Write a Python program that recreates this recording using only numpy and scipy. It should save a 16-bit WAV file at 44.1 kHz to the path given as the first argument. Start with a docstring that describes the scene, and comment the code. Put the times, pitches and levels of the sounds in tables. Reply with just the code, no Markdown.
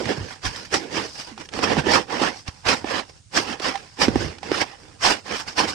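"""A metal shovel scrapes into packed snow, then chops and digs in quick strokes, close by on the right.
Each stroke is a crunch of breaking ice grains, a hollow scrape of the blade and a hiss of powder.
The snowbank rumbles as it gives way, and clods land with dull thumps. Hard knocks make the shovel
clack and ring, and a brief tone swells into one knock. Behind it all is faint, echoless winter air."""
import sys
import numpy as np
from scipy import signal
from scipy.fft import rfft, irfft, next_fast_len
from scipy.io import wavfile
from scipy.ndimage import uniform_filter1d, map_coordinates

SR = 44100
rng = np.random.default_rng(int(sys.argv[2]) if len(sys.argv) > 2 else 0)


def to_wav(s):
    """Save 16-bit WAV."""
    ch = np.atleast_2d(s).T  # columns
    pcm = np.round(np.clip(ch, -1, 1) * 32767)  # PCM
    wavfile.write(sys.argv[1], SR, pcm.astype(np.int16))


N = 253134


def amp(db):
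    """Turn decibels (dB) into a number to multiply a sound by."""
    return 10 ** (np.asarray(db) / 20)


def unit(x):
    """Scale a signal to an average power of 1."""
    return x / np.sqrt(np.mean(x ** 2) + 1e-20)


def along(points, hz):
    """Read between a table's rows, with frequency spaced in octaves."""
    freqs, values = np.transpose(points)
    return np.interp(np.log(hz + 1), np.log(freqs + 1), values)


def wobble(rate):
    """A smooth curve through `rate` random points a second."""
    points = rng.standard_normal(int(N * rate / SR) + 4)
    return map_coordinates(points, [np.arange(N) * rate / SR])


def filtered(x, response):
    """Turn each frequency up or down by response(hz)."""
    size = next_fast_len(N + 8192)
    return irfft(rfft(x, size) * response(np.fft.rfftfreq(size, 1 / SR)), size)[..., :N]


def add(track, s, sound):
    """Mix a sound into a track, starting at s seconds."""
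    start = max(round(s * SR), 0)
    part = track[..., start:start + sound.shape[-1]]
    part += sound[..., :part.shape[-1]]


# Where the digging is. Each row: frequency in Hz, left level minus right level in dB.
BALANCE = [(40, 6.5), (120, -8.5), (450, -8), (640, -17.5), (900, -14), (1200, -10), (1800, -8.5),
           (2700, -14), (3500, -10.5), (4300, -4), (5000, -0.5), (12000, 0)]
def ears(hz):
    """How strongly the digging reaches the left and right ear."""
    ratio = amp(along(BALANCE, hz))
    return 2 * np.array([ratio, np.ones_like(hz)]) / (1 + ratio)


# How alike the two ears' sounds are. Each row: frequency in Hz, likeness (1 is identical).
LIKENESS = [(60, 0.54), (300, 0.71), (640, 0.063), (1400, 0.26), (3100, 0.13), (5000, 0.22), (8000, 0.28),
            (12000, 0.35)]
def placed(pair, tone):
    """Blend two unrelated noises into one stereo sound with the given tone."""
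    def blend(hz):
        angle = np.arccos(np.clip(along(LIKENESS, hz), -1, 1)) / 2
        return amp(along(tone, hz)) * [np.cos(angle), np.sin(angle)]
    mid, side = filtered(pair, blend)
    stereo = filtered(np.array([mid + side, mid - side]), ears)
    return stereo / np.std(stereo.mean(axis=0))


def fractures(rate, spread_db=0):
    """Ice grains break: two streams of tiny snaps of random size, about `rate` a second."""
    chance = np.clip(rate / SR, 1e-4, 1)
    snaps = (rng.random((2, N)) < chance) / np.sqrt(chance)
    return unit(snaps * rng.standard_normal((2, N)) * amp(spread_db * rng.standard_normal((2, N))))


def cavities(pair, drift_db):
    """Gaps between blade and snow open and close, so the tone drifts in patches."""
    slices = signal.stft(pair, nperseg=512)[2]
    patches = uniform_filter1d(rng.standard_normal(slices.shape[1:]), size=3, axis=0)  # across pitch
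    patches = uniform_filter1d(patches, size=6, axis=1)  # across time
    return signal.istft(slices * amp(drift_db * unit(patches)), nperseg=512)[1][:, :N]


def push(start, hold, rise, fall, bite=0.32, rounding=0.2):
    """One push swells until `start`, holds, then fades. Rise and fall are seconds for about 20 dB."""
    t = np.arange(N) / SR
    early = np.maximum(start - t, 0) / rise
    late = np.maximum(t - start - hold, 0) / fall
    away = early * (1 - bite + bite * early) + late  # steepest at first contact
    return amp(-20 * np.minimum(np.hypot(away, rounding) - rounding, 10)) ** 2


# Steady drags of the blade. Each row: start in seconds, length in seconds, crunch level in dB,
# swell from start to end in dB, then hollow scrape and hiss in dB added to the crunch level.
DRAGS = [ (0, 0.26, -38, -7, 4.5, -4.5), (0.805, 0.17, -44, -5, 5.5, -6), (0.939, .12, -33.5, -4.5, 2, -5),
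         (1.07, .2, -51.5, -0.5, -8, 5.5), (1.559, 0.21, -35.5, -6, 4.5, -5.5),
         (1.886, .105, -25, -5, 4, -9.5), (2.12, 0.16, -28.5, 1, 0.5, -9),
         (2.504, 0.15, -55.5, -2, -9, -0.5), (2.884, 0.11, -28, 1.5, -5, -9),
         (3.05, 0.13, -60, 0.5, -8, 0.5), (3.409, 0.12, -33.5, 4, 1.5, -6.5),
         (3.836, 0.22, -57.5, -1, -8, 0.5), (4.067, .12, -42, -2.5, 11.5, -7),
         (4.451, .05, -39, 3.5, 6, -5), (4.541, 0.042, -27, 2.5, -3, -8),
         (4.664, 0.09, -44.5, -7, -15, -7.5), (4.8, 0.16, -53.5, -4, 3, -3.5),
         (5.279, .12, -36, 6.5, -17, -1.5), (5.607, 0.037, -28, 3, 0, -9.5)]
# Quick thrusts. Each row: peak time in seconds, crunch level in dB, rise and fall in seconds,
# then hollow scrape and hiss in dB added to the crunch level.
THRUSTS = [ (.109, -25.5, .048, 0.039, 3, -10), (0.307, -37.5, 0.066, 0.08, -8, -4),
           (.353, -50, 0.014, 0.015, -7.5, 2.5), (0.46, -26.5, 0.034, 0.056, -8, -3.5),
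           (0.564, -37.5, 0.076, 0.16, -2.5, -2), (.653, -46.5, .015, .025, -9, 4),
           (.746, -19.5, .029, 0.053, -3, -4.5), (0.986, -25.5, 0.054, 0.046, -2, -12),
           (1.161, -41.5, .022, 0.018, -10, 1.5), (1.203, -34, 0.036, 0.052, -16, -0.5),
           (1.279, -42.5, 0.013, .09, -0.5, -3), (1.41, -37, .037, .05, .5, -6.5),
           (1.46, -46, 0.019, 0.011, -3, 0.5), (1.638, -23, 0.017, .04, 1.5, -5.5),
           (1.722, -22, 0.084, .042, 5.5, -11.5), (1.787, -21.5, 0.028, 0.04, 5, -9),
           (1.952, -17.5, 0.066, .049, -5, -5), (2.223, -22, .012, 0.099, -6, -9.5),
           (2.39, -53, 0.096, .06, -12, 8.5), (2.484, -36.5, 0.024, 0.026, -7, -4),
           (2.67, -19, 0.019, 0.035, -13.5, -10), (2.689, -18, .016, 0.082, -2.5, -4.5),
           (2.732, -20.5, 0.049, 0.027, -4.5, -12.5), (3.098, -46, 0.011, 0.015, -1.5, -3.5),
           (3.374, -18.5, 0.035, 0.053, -4, -3.5), (3.645, -29, 0.054, 0.15, -9, -6),
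           (3.69, -24, 0.067, .033, -1.5, -8.5), (3.794, -47, .021, .12, 0.5, -4.5),
           (4.022, -17.5, 0.033, .056, -4.5, -5.5), (4.22, -32.5, 0.13, 0.13, 4, -4.5),
           (4.618, -17.5, 0.03, .022, -8.5, -9), (5.041, -25, 0.026, 0.014, -15, -1),
           (5.066, -17, 0.043, .065, -7.5, -3), (5.108, -22, 0.021, 0.06, -3, -5),
           (5.323, -29, .06, 0.066, 1, -12.5), (5.483, -35.5, 0.026, 0.071, -5, -1.5),
           (5.595, -19, 0.03, .043, -8, -4.5), (5.685, -27.5, 0.016, 0.064, -1, -1.5)]
def effort(spill_fall_s=0.14):
    """The power of crunch, hollow scrape and hiss over time, from each stroke and the snow it spills."""
    def mix(db, hollow_db, hiss_db):
        return amp(db + np.array([[0], [hollow_db], [hiss_db]])) ** 2
    t, power = np.arange(N) / SR, np.zeros((3, N))
    for s, length, db, swell_db, hollow_db, hiss_db in DRAGS:
        swell = amp(swell_db * (np.clip((t - s) / length, 0, 1) - 0.5)) ** 2
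        power += mix(db, hollow_db, hiss_db) * swell * push(s, length, rise=0.04, fall=0.042)
    for s, db, rise, fall, hollow_db, hiss_db in THRUSTS:
        power += mix(db, hollow_db, hiss_db) * push(s, 0, rise, fall)
    # Loose snow trickles on unevenly after every stroke.
    keep = amp(-20 / (spill_fall_s * SR)) ** 2
    spill = signal.lfilter([1 - keep], [1, -keep], power[0]) * amp(0.5 * wobble(30)) ** 2
    return power + mix(-30.5, hollow_db=12, hiss_db=3) * spill


# The shovel's own notes. Each row: pitch in Hz, level in dB, seconds to fade by 60 dB.
BLADE_NOTES = [(790, 5.5, 0.028), (980, -10, 0.032), (1770, -11.5, 0.073), (2150, -18, 0.028),
               (4170, -52, .035)]
def ringing(hz):
    """Grains rubbing along the blade make it ring at its own notes."""
    response = 0
    for pitch, db, fade_s in BLADE_NOTES:
        width_hz = np.log(1000) / (np.pi * fade_s)
        loss = 1j * hz * width_hz
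        response += amp(db) * loss / (pitch ** 2 - hz ** 2 + loss)
    return response


# A deeply buried blade sounds fuller. Each row: time in seconds, boost to the low crunch in dB.
FULLNESS = [(0, 0), (.45, -3.5), (1, -2), (1.6, -2), (1.95, 2.5), (2.7, 1.5), (3.4, -1), (4, -2), (4.6, 0),
            (5.1, 0), (5.6, 0.5)]
# The tones of a stroke's three parts. Each row: frequency in Hz, level in dB.
CRUNCH_TONE = [(320, -32), (540, -3), (650, -5.5), (810, -3), (1030, -0.5), (1250, -4), (1480, -2.5),
               (1720, -1), (2250, -4.5), (3000, -5), (3550, -10), (4400, -16), (6000, -72), (10000, -80)]
HOLLOW_TONE = [(20, -41), (90, -27), (170, -3.5), (290, 3), (380, 0.5), (480, 1.5), (620, -7.5),
               (900, -9.5), (3000, -72), (9000, -120)]
POWDER_TONE = [(3000, -12), (4000, -6.5), (4600, -0.5), (4950, 2), (5450, 1.5), (6100, -6), (7000, -10.5),
               (9600, -16.5), (10600, -51.5), (13000, -24.5), (15500, -103)]
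def strokes(power):
    """The blade sticks and slips through the snow; a harder push breaks more grains each second."""
    crunch_db, hollow_db, hiss_db = 10 * np.log10(power + 1e-12)
    fullness_db = np.interp(np.arange(N) / SR, *np.transpose(FULLNESS))
    rate = 2500 + 55000 * amp(crunch_db - crunch_db.max())
    slips_db = wobble(170) + 0.8 * wobble(45)
    grains = placed(cavities(fractures(rate), drift_db=3), CRUNCH_TONE)
    lows = filtered(grains, lambda hz: 1 / (1 + (hz / 1200) ** 8))
    crunch = amp(crunch_db + slips_db - 2.5) * (grains - lows + amp(fullness_db) * lows)
    # Snow packed round the blade deadens it, so the ring stands out most in light scrapes.
    ring = amp(-3 - 0.3 * np.maximum(crunch_db + 36, 0)) * filtered(crunch, ringing)
    hollow = placed(cavities(fractures(rate, spread_db=0.5), drift_db=2), HOLLOW_TONE)
    powder = placed(cavities(fractures(2 * rate), drift_db=2.5), POWDER_TONE)
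    return crunch + ring + amp(hollow_db + slips_db - 3.5) * hollow + amp(hiss_db + slips_db) * powder


# The bank heaves as the blade levers a load free. Each row: peak time in seconds, level in dB.
BANK_HEAVES = [(.062, -39.5), (.212, -31), (.464, -31), (1.575, -40), (1.71, -30), (1.785, -33),
               (2.67, -37), (2.85, -41), (4.1, -25.5), (4.165, -21), (4.257, -30), (4.52, -38.5)]
# The rumble's tone. Each row: frequency in Hz, level in dB.
RUMBLE_TONE = [(15, -29), (45, -4.5), (90, 6.5), (150, 0), (260, -17.5), (500, -69), (3000, -120)]
def snowbank(drag, drag_db=-16.5, rest_db=-53):
    """The bank gives way with a lumpy rumble that follows the blade's drag and swells at each heave."""
    heaves = sum(amp(db) ** 2 * push(s, 0, rise=0.035, fall=0.071) for s, db in BANK_HEAVES)
    power = heaves + amp(drag_db) ** 2 * drag + amp(rest_db) ** 2
    return amp(-2) * np.sqrt(power) * placed(fractures(900, spread_db=1.5), RUMBLE_TONE)


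# The tone of the open air. Each row: frequency in Hz, level in dB.
AIR_TONE = [(15, -26), (28, -4), (118, -6), (560, -27), (3000, -23), (5200, -17.5), (7000, -17.5),
            (9500, -20), (11000, -98), (15000, -47)]
def winter_air():
    """A faint, steady wash of open air."""
    return amp(-59) * placed(rng.standard_normal((2, N)), AIR_TONE)


# Soft blows of blade and clods. Each row: start in seconds, level in dB,
# a pitch in Hz that the thump slides down through, seconds to fade by 60 dB.
SOFT_BLOWS = [(.009, -16, 438, 0.076), (0.06, -20.5, 130, 0.067), (.103, -17, 408, 0.074),
              (0.18, -21, 166, 0.066), (0.209, -20.5, 98.5, 0.048), (0.462, -23, 61, 0.14),
              (0.741, -12, 372, 0.067), (1.315, -35.5, 295, 0.2), (1.591, -15, 306, 0.032),
              (1.711, -16, 265, 0.054), (1.769, -11, 288, 0.025), (1.776, -10.5, 198, 0.066),
              (1.868, -3, 317, 0.018), (2.215, -6, 287, 0.027), (2.485, -15.5, 92, 0.033),
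              (2.691, -14.5, 288, 0.027), (2.844, -7.5, 278, 0.017), (3.602, -12.5, 340, 0.014),
              (4.082, 1, 262, 0.029), (4.157, -1.5, 290, 0.033), (4.516, 0, 330, 0.019)]
def thumps(sag=0.27, sag_s=0.0044, attack_s=0.0017):
    """A soft blow swings a few times; its pitch sags as the snow yields."""
    track, t = np.zeros(N), np.arange(SR // 5) / SR
    for s, db, hz, fade_s in SOFT_BLOWS:
        pitch = hz * (1 + sag * (3 * np.exp(-t / sag_s) - 1))
        swing = np.sin(2 * np.pi * np.cumsum(pitch) / SR)
        onset = 1 - np.exp(-t / attack_s)
        add(track, s, amp(db + 0.5 - 60 * t / fade_s) * onset * swing)
    return filtered(track, ears)


# Hard knocks. Each row: start in seconds, level in dB, ring in dB added to that level,
# frequency in Hz above which the crack gets duller.
KNOCKS = [(.056, -8.5, -22, 3000), (.452, -8, -33, 6000), (.561, -14, -22, 5000), (.742, 3.5, -33, 5030),
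          (1.378, -18, -4, 2500), (1.489, -18, -43, 6000), (1.537, -12.5, -8, 4000), (1.59, -9, 1, 2000),
          (1.626, -25, -16, 4000), (1.768, -12, 7.5, 2000), (1.868, -12, -26, 2200),
          (2.218, -11, -15, 2200), (2.236, -3, -6, 2000), (2.479, -9.5, -38, 6000),
          (2.688, -0.5, -30, 4000), (2.844, -18, 9, 1490), (3.378, -5, -22, 6040),
          (3.598, -11.5, -24, 5000), (3.756, -8.5, 1, 2450), (3.776, -17, -23, 3000),
          (4.014, -6.5, -22, 4000), (4.083, -5, -24, 1200), (4.157, -6.5, 3, 1200),
          (4.384, -20.5, -7, 3000), (4.431, -15, 3.5, 3000), (4.516, -5.5, -23, 2000),
          (4.736, -35, 6, 3000)]
def clacks(crack_fade_s=0.033):
    """A hard knock cracks and rings the shovel, duller where snow cushions it."""
    track, t = np.zeros((2, N)), np.arange(SR // 5) / SR
    for s, db, ring_db, bright_hz in KNOCKS:
        ring = sum(amp(level + rng.normal(0, 1) - 60 * t / fade_s) * np.sin(2 * np.pi * hz * t)
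                   for hz, level, fade_s in BLADE_NOTES)
        grit = rng.standard_normal((2, len(t))) + rng.standard_normal(len(t))
        grit = unit(signal.lfilter(*signal.butter(1, bright_hz, fs=SR), grit))
        crack = amp(-60 * t / crack_fade_s) * grit
        add(track, s, amp(db - 9.5) * (crack + amp(ring_db) * ring))
    return track


# A brief tone. Each row: peak time in seconds, level in dB, seconds to fade to about a third.
TONE_SWELLS = [(3.758, -10, 0.007)]
def tone_swell():
    """A brief tone on the shovel's lowest note swells into one knock and fades."""
    track, t = np.zeros(N), np.arange(SR // 5) / SR
    note = np.sin(2 * np.pi * BLADE_NOTES[0][0] * t)
    for s, db, fade_s in TONE_SWELLS:
        swell = np.exp(-np.abs(t - t.mean()) / fade_s)
        add(track, s - t.mean(), amp(db) * swell * note)
    return track


def muffled(metal):
    """Snow muffles the blade, which is heard from the digging spot."""
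    # Each row: frequency in Hz, change in dB.
    damping = [(150, -20), (700, -7.5), (3000, -4.5), (5500, -4), (7000, -12), (9500, -12.5),
               (11000, -39)]
    return filtered(metal, lambda hz: ears(hz) * amp(along(damping, hz)))


def scene():
    """The digging over a faint wash of open air."""
    air = winter_air()
    power = effort()
    return strokes(power) + snowbank(drag=power[1]) + air + thumps() + muffled(clacks() + tone_swell())


def record(dry):
    """Round off the highest peaks and cut the treble above 15600 Hz."""
    rounded = dry / (1 + np.abs(dry / 0.95) ** 8) ** (1 / 8)
    return filtered(rounded, lambda hz: hz < 15600)


dry = scene()
out = record(dry)
to_wav(out)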